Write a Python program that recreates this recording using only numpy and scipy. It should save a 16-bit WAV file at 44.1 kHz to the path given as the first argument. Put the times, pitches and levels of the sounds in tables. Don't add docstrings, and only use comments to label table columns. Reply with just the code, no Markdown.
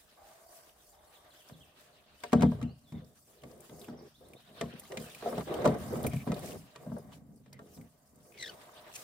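import sys
import numpy as np
from scipy import signal
from scipy.fft import rfft, irfft, next_fast_len
from scipy.io import wavfile
from scipy.ndimage import uniform_filter1d, map_coordinates

SR = 44100
rng = np.random.default_rng(int(sys.argv[2]) if len(sys.argv) > 2 else 0)


def unload_audio(sound):
    columns = np.transpose(np.atleast_2d(sound))
    steps = np.round(np.clip(columns, -1, 1) * 32767)
    wavfile.write(sys.argv[1], SR, steps.astype(np.int16))


N = 398223


def amp(db):
    return 10 ** (np.asarray(db) / 20)


def unit(x):
    return x / np.sqrt(np.mean(x ** 2) + 1e-20)


def along(points, hz):
    point_hz, values = np.transpose(points)
    return np.interp(np.log(hz + 1), np.log(point_hz + 1), values)


def curves(rows):
    times, *columns = np.transpose(rows)
    return [np.interp(np.arange(N) / SR, times, column) for column in columns]


def wobble(rate_hz):
    knots = rng.standard_normal(int(N * rate_hz / SR) + 4)
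    return unit(map_coordinates(knots, [np.arange(N) * rate_hz / SR]))


def filtered(x, response):
    size = next_fast_len(N + SR // 2)
    return irfft(rfft(x, size) * response(np.fft.rfftfreq(size, 1 / SR)), size)[..., :N]


def colour(spectrum):
    return lambda hz: amp(along(spectrum, hz))


def add(track, start_s, sound, pan_db):
    spot = track[:, round(start_s * SR):round(start_s * SR) + sound.shape[-1]]
    spot += amp([[pan_db / 2], [-pan_db / 2]]) * sound[..., :spot.shape[1]]


def burst(spectrum, t, t60_s, apart):
    raw = rng.standard_normal((3, len(t)))
    response = amp(along(spectrum, np.fft.rfftfreq(len(t), 1 / SR)))
    noise = unit(irfft(rfft(raw[0] + apart * raw[1:]) * response, len(t)))
    return noise * amp(-60 * t / t60_s) * (1 - np.exp(-t / 0.00072)) / 2


# frequency_hz, correlation
COHERENCE = [(60, 0.77), (180, 0.89), (550, 0.79), (1650, 0.068), (4970, 0.049), (15000, 0.01)]
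def field_noise(response, grit_db, grit_hz):
    def mid_and_side(hz):
        angle = np.arccos(np.clip(along(COHERENCE, hz), -1, 1)) / 2
        return response(hz) * [np.cos(angle), np.sin(angle)]
    pair = rng.standard_normal((2, N)) * amp(grit_db * wobble(grit_hz))
    mid, side = filtered(pair, mid_and_side)
    return unit(np.array([mid + side, mid - side]))


def breeze():
    rumble = colour([(20, -3.5), (70, -2.5), (150, -28), (400, -74)])
    return amp(-71 + 1.8 * wobble(2.1)) * field_noise(rumble, grit_db=3.5, grit_hz=22)


# start_s, length_s, start_hz, end_hz, level_db
BIRD_NOTES = [(0.844, 0.016, 4600, 4040, -79), (0.926, 0.031, 4250, 2980, -72),
              (.98, 0.02, 4000, 3240, -74), (1.073, 0.018, 4500, 3900, -70),
              (1.146, 0.033, 4200, 2950, -63), (1.303, .026, 4500, 3070, -63),
              (1.362, 0.012, 3000, 3820, -59.5), (1.385, 0.042, 3800, 2510, -61.5),
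              (1.528, 0.026, 4450, 3050, -62.5), (1.606, 0.019, 3000, 3400, -56),
              (1.614, 0.03, 3400, 2500, -62), (1.684, 0.037, 2450, 2550, -80),
              (2.123, 0.091, 2300, 3330, -70), (2.362, 0.048, 2530, 4340, -60),
              (2.433, 0.047, 3890, 2920, -63), (2.621, 0.041, 2600, 3030, -59),
              (2.674, .06, 3900, 4830, -67.5), (2.835, 0.034, 4400, 3500, -72),
              (2.866, .045, 3500, 3420, -66), (2.93, 0.067, 3750, 3450, -67), (3.783, .03, 5300, 5000, -64),
              (3.88, 0.034, 6000, 4250, -65), (3.968, 0.043, 6300, 4260, -64.5),
              (4.064, .028, 6400, 4100, -66), (4.14, 0.033, 3250, 4220, -64.5),
              (4.243, 0.026, 3500, 4250, -64), (4.354, 0.036, 3400, 4300, -64),
              (4.399, 0.02, 3400, 2860, -66), (4.42, 0.027, 2870, 3300, -71), (4.46, .03, 3200, 4050, -65),
              (4.573, 0.028, 3500, 4160, -59), (4.69, .018, 3580, 4160, -65),
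              (5.005, 0.093, 3350, 2380, -59.5)]
def bird(direct_gain=0.9, echo_t60_s=0.7):
    song, warble = np.zeros((2, N)), 0.016 * wobble(120)
    for start_s, length_s, start_hz, end_hz, level_db in BIRD_NOTES:
        progress = np.arange(int(length_s * SR)) / (length_s * SR)
        hz = start_hz * (end_hz / start_hz) ** progress
        hz *= 1 + warble[round(start_s * SR):][:len(hz)]
        envelope = amp(level_db) * np.sin(np.pi * progress) ** 0.4
        add(song, start_s, envelope * np.sin(2 * np.pi * np.cumsum(hz) / SR), pan_db=0)
    song *= amp(2.5 * wobble(250))
    t = np.arange(SR) / SR
    tail = rng.standard_normal((2, len(t))) * amp(-60 * t / echo_t60_s)
    scattered = song * (0.72 + 0.596 * wobble(700))
    echo = signal.fftconvolve(scattered, tail / np.linalg.norm(tail[0]), axes=1)[:, :N]
    return direct_gain * song + echo


def patchy(x, depth_db=2.4):
    spectra = signal.stft(x, nperseg=512)[2]
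    patches = uniform_filter1d(rng.standard_normal(spectra.shape[1:]), size=9, axis=0)
    patches = uniform_filter1d(patches, size=5, axis=1)
    return unit(signal.istft(spectra * amp(depth_db * unit(patches)), nperseg=512)[1][:, :N])


def bubbles(flow_db, low_hz, pitch_ratio, decay_cycles, glide, max_count, samples):
    when, pitch, strength, bearing = rng.random((max_count, 4)).T[:, :, None]
    t = np.arange(samples) / SR
    start = (when * (N - samples)).astype(int)
    hz = low_hz * pitch_ratio ** pitch
    gain = amp(flow_db[start] - 4.5 * np.log(strength + 0.01))
    gain *= rng.random((max_count, 1)) < np.interp(flow_db[start], [-64, -54], [0, 1])
    plinks = gain * np.exp(-t * hz / decay_cycles) * np.sin(2 * np.pi * hz * t * (1 + glide * t))
    lag = np.round(6 * (bearing - 0.5)).astype(int)
    arrivals = [np.clip(start + np.arange(samples) + side * lag, 0, N - 1) for side in (1, -1)]
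    return np.array([np.bincount(index.ravel(), plinks.ravel(), N) for index in arrivals])


# time_s, spray_db, trickle_db
RUNOFF = [(0.0, -68.5, -67.5), (0.3, -69.5, -73), (0.68, -61, -67), (0.95, -70, -74), (1.41, -66.5, -65.5),
          (2.01, -70, -68.5), (2.46, -68.5, -60), (2.74, -74, -76), (3.3, -70.5, -73.5),
          (3.87, -65.5, -66.5), (4.15, -71.5, -76.5), (4.55, -67, -60), (5.15, -58, -58.5),
          (5.61, -57, -54), (5.76, -59.5, -61.5), (6.31, -60.5, -65.5), (6.39, -58, -61),
          (6.51, -62.5, -68), (7.01, -66, -69.5), (7.17, -78, -107), (7.44, -77, -79), (7.67, -71.5, -76),
          (8.07, -72.5, -81), (8.35, -68.5, -80.5), (8.52, -65, -65), (9.03, -61.5, -63)]
# frequency_hz, level_db
TRICKLE_SPECTRUM = [(1060, -7), (1800, -4), (2090, -10), (2260, -8.5), (2680, -6), (3870, -7), (6000, -19),
                    (7800, -50), (13200, -120)]
SPRAY_SPECTRUM = [(2700, -63), (4500, -2.5), (7000, -1.5), (9600, 0.5), (11000, -4.5), (13500, -1.5),
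                  (15000, -0.5), (17000, -20.5)]
def runoff():
    spray_db, trickle_db = curves(RUNOFF)
    surge_db = 1.5 * wobble(24)
    trickle = patchy(field_noise(colour(TRICKLE_SPECTRUM), grit_db=1, grit_hz=290))
    spray = patchy(field_noise(colour(SPRAY_SPECTRUM), grit_db=1, grit_hz=140))
    drops = bubbles(spray_db, low_hz=2500, pitch_ratio=5.5, decay_cycles=3.6, glide=15,
                    max_count=2400, samples=256)
    gurgle = bubbles(trickle_db - 1, low_hz=607, pitch_ratio=3.3, decay_cycles=5.4, glide=9.5,
                     max_count=500, samples=1024)
    trickle *= amp(trickle_db + surge_db + 3.1 * wobble(23))
    spray *= amp(spray_db + surge_db + 2.8 * wobble(9.9))
    return trickle + spray + drops + gurgle


# centre_s, length_s, level_db
FLICKS = [(0.314, 0.19, -63), (1.818, 0.13, -65), (5.198, 0.054, -60.5), (6.059, 0.1, -60),
          (5.578, .08, -67), (6.479, 0.14, -49.5), (7.147, 0.077, -62), (8.959, 0.058, -54.5),
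          (9.02, 0.096, -53)]
def spray_flicks():
    t = np.arange(N) / SR
    swells = sum(amp(level_db) * np.exp(-((t - centre_s) / length_s * 2) ** 2)
                 for centre_s, length_s, level_db in FLICKS)
    hiss = colour([(2000, -3.5), (5000, -5), (7500, -4), (16000, -10)])
    return swells * field_noise(hiss, grit_db=1.5, grit_hz=190)


# start_s, pitch_hz, level_db
PLOPS = [(4.628, 1730, -47), (4.638, 1004, -44), (4.66, 2770, -53), (4.831, 1500, -55), (4.835, 1110, -53),
         (4.852, 2010, -52), (4.92, 2720, -49), (5.105, 2400, -53)]
def plops(decay_cycles=6, pitch_rise=0.05, ragged_db=4):
    track, t = np.zeros((2, N)), np.arange(SR // 20) / SR
    for start_s, pitch_hz, level_db in PLOPS:
        age = t * pitch_hz / decay_cycles
        envelope = amp(level_db) * np.exp(-age) * (1 - np.exp(-6 * age))
        tone = np.sin(2 * np.pi * pitch_hz * t * (1 + pitch_rise * age / 2))
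        add(track, start_s, envelope * tone, pan_db=1)
    return track * amp(ragged_db * wobble(500))


# frequency_hz, level_db
CRACK_SPECTRUM = [(3000, -36.5), (6000, 1), (10000, 5), (13000, -0.5), (17000, 3)]
# start_s, level_db, pitch_hz, pan_db
TICKS = [(1.487, -46, 5070, 8), (2.2034, -49.5, 3590, 8), (3.045, -53.5, 5000, -1),
         (3.4186, -51, 2960, 0.5), (3.513, -55.5, 5180, 17.5), (3.6047, -44, 8700, 10),
         (3.695, -52.5, 3320, -3), (3.794, -44, 7950, 1.5), (3.8143, -44, 3730, 8), (3.844, -43, 2640, 0.5),
         (3.8982, -56.5, 4430, 10), (3.99, -60.5, 4410, 8), (4.285, -49.5, 9920, -1.5),
         (4.3336, -45, 2510, 0), (4.737, -53, 5500, -3.5), (4.796, -32.5, 10600, -1.5),
         (4.836, -46.5, 4500, 2), (5.0, -46, 4500, -3.5), (5.098, -44.5, 6500, -3),
         (5.299, -48, 11000, -0.5), (5.394, -43, 8500, -1), (5.1, -50, 2470, -1),
         (5.147, -35.5, 2480, -0.5), (5.188, -51, 9750, 3), (5.54, -34, 3230, 2), (6.0388, -34, 3760, -1.5),
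         (6.0643, -26, 2470, -2), (6.0671, -24, 12400, 1), (6.076, -46, 12000, -4),
         (6.029, -33.5, 11400, -5), (6.098, -41, 10000, 1), (5.742, -44, 5500, -8.5),
         (5.785, -46.5, 9000, -3.5), (6.162, -41.5, 9000, 0), (6.203, -50.5, 13000, 0.5),
         (6.46, -42.5, 9800, -2.5), (6.2168, -50, 2300, -6.5), (6.342, -38, 3840, -3.5),
         (6.3928, -37.5, 9700, 1.0), (6.4278, -43.5, 2050, -3), (6.4766, -47.5, 2043, -15),
         (6.5188, -42.5, 2820, 8), (6.984, -46, 10000, 1), (7.36, -56, 9240, 4), (7.5291, -41.5, 5000, 3),
         (7.8118, -50, 2100, 2), (8.157, -50.5, 8740, 2.0), (8.1883, -59, 7050, 4), (7.765, -55.5, 4000, 6),
         (8.229, -57.5, 7200, -1), (8.256, -63, 2500, -3), (8.321, -52, 2460, 8), (1.789, -56, 12000, -3),
         (1.809, -50, 11040, -1.5), (8.938, -42, 6000, 7)]
def ticks(t60_s=0.035):
    track, t = np.zeros((2, N)), np.arange(SR // 20) / SR
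    for start_s, level_db, pitch_hz, pan_db in TICKS:
        resonance = [(pitch_hz / 1.6, -22), (pitch_hz, 0), (pitch_hz * 1.3, -16), (pitch_hz * 3, -24)]
        ring = burst(resonance, t, t60_s * (3000 / pitch_hz) ** 0.4, apart=1)
        snap = amp(-5) * burst(CRACK_SPECTRUM, t, 1.4 * t60_s, apart=0.42)
        click = amp(-5.5) * burst(CRACK_SPECTRUM, t, t60_s=0.005, apart=0.4)
        add(track, start_s, amp(level_db) * (ring + snap + click), pan_db)
    return track


# time_s, pitch_hz, level_db, overtone_db (relative to the fundamental)
SQUEAK = [(8.38, 2240, -58, -10), (8.391, 2220, -45, -14), (8.398, 2040, -53, -4), (8.42, 2010, -48, 4),
          (8.444, 1900, -48, 0), (8.45, 1760, -52, 5), (8.466, 1720, -49, 4), (8.469, 1860, -49, -2),
          (8.481, 1900, -46, -3), (8.485, 1700, -58, 0), (8.488, 1520, -51, 5), (8.499, 1480, -52, 4),
          (8.506, 1460, -60, 4), (8.514, 1450, -66, 4)]
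def squeak():
    pitch_hz, level_db, overtone_db = curves(SQUEAK)
    start_s, end_s = SQUEAK[0][0], SQUEAK[-1][0]
    gate = np.interp(np.arange(N) / SR, [start_s - 0.01, start_s, end_s, end_s + 0.01], [0, 1, 1, 0])
    cycles = np.cumsum(pitch_hz * (1 + 0.012 * wobble(150) + 0.042 * wobble(900))) / SR
    partials_db = [0, overtone_db, overtone_db - 6, overtone_db - 12]
    tone = sum(amp(db + 4.3 * wobble(220)) * np.sin(2 * np.pi * harmonic * cycles)
               for harmonic, db in enumerate(partials_db, 1))
    hiss_colour = colour([(1500, -20), (3400, -5.5), (4600, -6), (7000, -15.5), (16000, -24)])
    hiss = field_noise(hiss_colour, grit_db=1.2, grit_hz=180)
    hiss_db = uniform_filter1d(level_db, size=1800) - 4
    stutter = amp(1.7 * wobble(260))
    return gate * stutter * (amp(level_db) * tone + amp(hiss_db) * hiss) * amp([[1.2], [-1.2]])


def stroke(start_s, length_s, first_db, last_db, attack_s=0.019, release_s=0.013):
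    span = slice(round(start_s * SR), min(round((start_s + length_s + release_s) * SR), N))
    t = np.arange(span.stop - span.start) / SR
    edges = np.clip(np.minimum(t / attack_s, (length_s - t) / release_s + 1), 0, 1)
    return span, amp(np.interp(t, [0, length_s], [first_db, last_db])) * edges


# start_s, length_s, pitch_hz, bandwidth_hz, first_db, last_db
RASPS = [(0.171, 0.2, 796, 35.1, -58.5, -71), (0.174, 0.41, 660, 35.1, -68, -62.5),
         (0.915, 0.38, 790, 80, -65, -78), (2.94, 0.056, 2100, 150, -64, -75),
         (6.096, 0.13, 2330, 294, -53.5, -56), (7.114, .025, 3160, 900, -59, -58.5),
         (7.526, 0.053, 1980, 200, -57, -70.5), (8.326, 0.057, 2400, 507, -65, -60),
         (8.935, .03, 2610, 248, -50.5, -50.5), (8.941, .018, 7020, 3000, -43, -42.5)]
def rasps():
    track, grit = np.zeros((2, N)), amp(2 * wobble(120))
    for start_s, length_s, pitch_hz, bandwidth_hz, first_db, last_db in RASPS:
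        span, gain = stroke(start_s, length_s, first_db, last_db)
        raw = rng.standard_normal((3, len(gain))) * grit[span]
        friction = raw[0] + 0.65 * raw[1:]
        resonator = signal.iirpeak(pitch_hz, pitch_hz / bandwidth_hz, SR)
        track[:, span] += gain * unit(signal.lfilter(*resonator, friction))
    return track


# pitch_hz, level_db, t60_s
HULL_MODES = [(51.4, -12, 0.46), (76.3, -1.5, 0.46), (103, -5, 0.34), (132.9, -1, 0.35), (161, -2.5, 0.34),
              (201, -4, 0.26), (234.95, -3, 0.38), (271.3, -7, 0.22), (306, -14.5, 0.2), (341, -2.5, 0.08),
              (419.6, 1.5, 0.16), (469.4, 0.5, 0.15), (526, -1.5, 0.1), (601, 3.5, 0.12),
              (648, -0.5, 0.093), (704, 2, 0.13), (800, -6, 0.056), (883, -7.5, 0.091), (976, -5.5, 0.074),
              (1145, -7, 0.058), (1309, -11, 0.086), (1443, -15.5, 0.056), (1599, -13, 0.061),
              (1853, -15.5, .07), (2100, -17, 0.044), (2387, -22, 0.07), (2970, -26.5, 0.025),
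              (3750, -23, 0.043)]
def hull_response(low_hz, high_hz, widening):
    modes = [(hz, db, widening / t60_s) for hz, db, t60_s in HULL_MODES if low_hz < hz < high_hz]
    cutoff_hz = 0.13 * modes[0][0]
    def response(f):
        resonances = sum((-1) ** k * amp(db) * 1j * f * width_hz / (hz * hz - f * f + 1j * f * width_hz)
                         for k, (hz, db, width_hz) in enumerate(modes))
        return resonances * f * f / (f * f + cutoff_hz ** 2)
    return response


BAND_EDGES_HZ = [0, 340, 560, 850, 4000]
BAND_CENTRES_HZ = [200, 450, 690, 1250]
# time_s, groan_db, upper_db
MURMUR = [(0, -81, -76), (.7, -81.5, -74.5), (1.4, -78.5, -70.5), (2.2, -72.5, -74), (2.6, -54, -62.5),
          (2.8, -66, -77), (3.4, -77, -78.5), (4.15, -71, -80.5), (4.8, -63, -71), (5.2, -64.5, -64),
          (5.4, -51, -63), (5.445, -58.5, -69.5), (5.5, -49, -58), (5.9, -43, -51.5), (6.25, -52.5, -63),
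          (6.6, -52.5, -69), (6.72, -70.5, -67.5), (7.1, -57, -65.5), (7.35, -60, -85), (8, -73.5, -75),
          (8.4, -68.5, -75), (9.03, -72.5, -63)]
MURMUR_OFFSETS_DB = [-6, -2, -5]
# start_s, length_s, first_db, last_db, favoured_hz
DRAG_STROKES = [(0.157, 0.54, -67.5, -67, 840), (0.905, 0.4, -76, -64.5, 870),
                (1.507, 0.24, -54.5, -78, 202), (1.65, 0.29, -97, -71, 694),
                (2.343, 0.12, -50.5, -42.5, 533), (2.426, 0.3, -43, -53.5, 176.3),
                (2.927, 0.21, -42.5, -69.5, 174), (3.265, 0.45, -72, -68, 447),
                (3.42, 0.24, -53, -60.5, 287), (3.703, 0.16, -51, -54.5, 292),
                (3.869, 0.21, -46, -58.5, 302), (4.199, 0.17, -60.5, -61.5, 353),
                (4.452, 0.21, -69.5, -58.5, 550), (4.602, 0.27, -49, -67, 291),
                (4.897, 0.27, -43, -68, 423), (5.225, 0.2, -45, -47, 504), (5.467, 0.3, -39, -41.5, 490),
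                (5.687, 0.18, -47, -52, 391), (5.9, 0.18, -37, -41.5, 309),
                (6.035, 0.165, -29.5, -64.5, 178), (6.266, 0.17, -39, -61.5, 535),
                (6.413, 0.15, -46, -45, 297), (6.787, 0.21, -57, -55, 310), (7.024, 0.394, -61, -63.5, 174),
                (7.46, 0.16, -61.5, -69, 200), (7.596, 0.16, -54, -63.5, 254),
                (7.754, 0.12, -53.5, -59, 176), (8.103, 0.148, -68, -65.5, 181),
                (8.24, 0.32, -68.5, -58.5, 384), (8.477, 0.436, -62, -60, 880)]
def hull_drag(below_db_per_octave=11, above_db_per_octave=8):
    groan_db, upper_db = curves(MURMUR)
    power = amp([groan_db] + [upper_db + db for db in MURMUR_OFFSETS_DB]) ** 2
    for start_s, length_s, first_db, last_db, favoured_hz in DRAG_STROKES:
        octaves = np.log2(np.array(BAND_CENTRES_HZ) / favoured_hz)[:, None]
        coupling = amp(np.minimum(below_db_per_octave * octaves, -above_db_per_octave * octaves))
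        span, gain = stroke(start_s, length_s, first_db, last_db)
        power[:, span] += (coupling * gain) ** 2
    levels_db = 10 * np.log10(power)
    stutter_db = np.clip((levels_db[1] + 93) / 8, 0.3, 1.3) * wobble(45)
    widenings = [4.4, 4.1, 2.4, 7.1]
    responses = map(hull_response, BAND_EDGES_HZ, BAND_EDGES_HZ[1:], widenings)
    return sum(amp(level_db + 3 + stutter_db) * field_noise(response, grit_db=-1.14, grit_hz=160)
               for level_db, response in zip(levels_db, responses))


def struck_modes(t, spot_hz, loaded_t60_ratio=0.95):
    hz, level_db, t60_s = np.transpose(HULL_MODES)[:, :, None]
    strength, detune, patch = rng.standard_normal((3, len(HULL_MODES), 1))
    rise = 1 - np.exp(-t * hz / 0.89)
    skew = np.array([1, -1])[:, None, None] * hz / 2500 * patch
    phase = 2 * np.pi * hz * (1 + 0.015 * detune) * t + np.minimum(hz / 400, 2) * detune
    band = np.digitize(hz[:, 0], [340, 850, 1700])
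    coupling_db = -14 * np.minimum(abs(np.log2(hz / spot_hz)), 1) * (band == 0)[:, None]
    start_db = level_db + coupling_db + np.minimum(hz / 200, 4.5) * strength
    modes = amp(start_db - 60 * t / (loaded_t60_ratio * t60_s)) * rise * np.sin(phase + skew)
    parts = [modes[:, band == k].sum(1) for k in range(4)]
    return [part / abs(part).max() for part in parts]


# frequency_hz, level_db
SLAP_SPECTRUM = [(900, -22), (1800, -8), (3000, -7), (5000, -12), (8000, -12.5), (16000, -54)]
# (knock_db, clack_db and slap_db are relative to level_db)
KNOCKS = [(1.496, -54.5, -0.5, -6, -3.5, 272, -2.5, 0.11), (2.236, -55, 16, 15, 18.5, 283, 2, 0.09),
          (2.321, -47.5, -11, -4.5, 3, 230, -3, .05), (2.33, -13, -8, -11, -16, 233, 2, 0.072),
          (2.395, -32, -7, -17, -24, 300, 6, 0.039), (2.408, -14.5, -24, -33.5, -25.5, 176, 1.5, 0.1),
          (2.421, -23, -6.5, -9.5, -10, 227, 3, 0.05), (2.43, -16.5, -7, -13, -22, 223, 2, 0.094),
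          (2.464, -30.5, -31.5, -39, -37, 232, -2, 0.053), (2.518, -32, -10, -13, -21, 103, 1.5, 0.11),
          (2.614, -30, -17, -16, -19.5, 125, 0.5, 0.18), (2.627, -28.5, -33, -26, -17, 235, 3, 0.058),
          (2.922, -34, -23.5, -23.5, -20.5, 161, 0.5, 0.19),
          (3.435, -46.5, -4.5, -9.5, -4.5, 301, 0.5, 0.18), (3.694, -44, -10, -16.5, -11, 210, 0.5, 0.077),
          (3.883, -37, -28, -14.5, -19, 237, 1, 0.15), (4.611, -31.5, 1, -6.5, -0.5, 201, 2, 0.1),
          (4.734, -39.5, -15, -37, -29, 208, 2.5, 0.023), (4.92, -48, 2.5, -6, 4, 134, -0.5, 0.082),
          (4.972, -36.5, -7.5, -18, 2.5, 210, 1.5, 0.089), (5.224, -46.5, 5, -1.5, -5, 215, -2.5, 0.1),
          (5.26, -39, 9.5, -8, -27, 306, 2, 0.062), (5.272, -40, 11.5, -12, -26, 306, 0, 0.018),
          (5.325, -36, 1, -2.5, -25, 266, 2, 0.057), (5.379, -25.5, -5.5, -14.5, -16.5, 176, 0, 0.021),
          (5.408, -39, -2, -3.5, -6.5, 226, 2.5, 0.013), (5.475, -44, -17, -0.5, -11, 183, -1.5, 0.1),
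          (5.619, -37, -0.5, -7, -10.5, 170, 1, 0.12), (5.644, -36.5, 9, -0.5, -6.5, 300, -2.5, .05),
          (5.652, -30.5, 7.5, -3, -5, 300, -2, 0.052), (5.657, -20.5, 1, -3.5, -11, 202, 2, 0.098),
          (5.675, -28.5, 5.5, -9.5, -7.5, 302, 1.5, 0.042),
          (5.956, -30.5, -19.5, -12.5, -19, 208, -0.5, 0.083), (6.046, -30, 0, -14, -14, 132, 1, 0.063),
          (6.133, -24.5, -16.5, -29, -19, 139, 1.5, 0.056), (6.266, -38.5, 1.5, -14, -30, 206, 2, 0.058),
          (6.273, -22.5, -14, -20, -27, 198, 0, 0.063), (6.318, -28.5, -5, -12.5, -10, 207, 1, 0.023),
          (6.364, -42.5, 2, -11.5, -10, 149, 5, 0.15), (6.752, -65.5, 10, 4, 6.5, 139, 0, .05),
          (6.759, -57.5, 6, 6, 11.5, 139, -1.5, 0.1), (6.863, -32.5, -11, -26, -35, 186, 1, 0.09),
          (6.917, -32, -11, -17.5, -38, 200, 2, 0.045), (6.965, -40.5, 0.5, -8, -33.5, 155, 2, 0.096),
          (7.12, -53.5, -7, -1.5, -10, 140, -3, 0.09), (7.46, -55, -8, -12, -7, 163, 0.5, 0.09),
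          (7.527, -54, -8, -11.5, -4, 145, -5, 0.098), (7.591, -51.5, 2.5, 0, -3, 272, 0, 0.063),
          (7.775, -45.5, -33, -20, -15, 159, -2.0, 0.17)]
def hull_knocks():
    track, t = np.zeros((2, N)), np.arange(SR // 5) / SR
    end_fade = np.minimum(50 * (t[-1] - t), 1)
    for start_s, level_db, knock_db, clack_db, slap_db, spot_hz, pan_db, hold_s in KNOCKS:
        boom, knock, clack, ring = struck_modes(t, spot_hz)
        body = amp(1) * boom + amp(knock_db + 4.5) * knock + amp(clack_db + 6.5) * clack
        slap = burst(SLAP_SPECTRUM, t, t60_s=0.032, apart=1)
        slap += 0.1 * burst(SLAP_SPECTRUM, t, t60_s=0.23, apart=0.43)
        crack = burst(CRACK_SPECTRUM, t, t60_s=0.016, apart=0.14)
        crack += 0.08 * burst(CRACK_SPECTRUM, t, t60_s=0.041, apart=2.9)
        contact = amp(slap_db) * (ring + amp(5.5) * slap + amp(-0.5) * crack)
        damped_s = np.maximum(t - hold_s, 0)
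        damping = amp(-11 * np.minimum(damped_s / 0.0079, 1) - 40 * damped_s)
        add(track, start_s, amp(level_db) * (body + contact) * damping * end_fade, pan_db)
    return track


def scene():
    return (hull_knocks() + hull_drag() + runoff() + spray_flicks() + ticks() + squeak() + rasps()
            + plops() + bird() + breeze())


# frequency_hz, lead_rad
PORT_PHASE = [(0, -1.5), (690, 0.54), (950, -1.7), (1290, 0.5), (1980, -1.4), (2240, 1.05), (2760, -2.8),
              (3010, 0.74), (4480, -0.24), (6800, 3), (8010, 1.5), (8700, 0.7), (10900, 1.5), (16300, -2.5)]
def record(dry, bass_hz=55, top_hz=15850):
    def response(hz):
        phase_shift = np.exp(0.5j * np.array([[1], [-1]]) * along(PORT_PHASE, hz))
        high_pass = (1j * hz / (bass_hz + 1j * hz)) ** 2
        return phase_shift * high_pass * (hz < top_hz)
    return filtered(dry, response)


dry = scene()
out = record(dry)
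unload_audio(out)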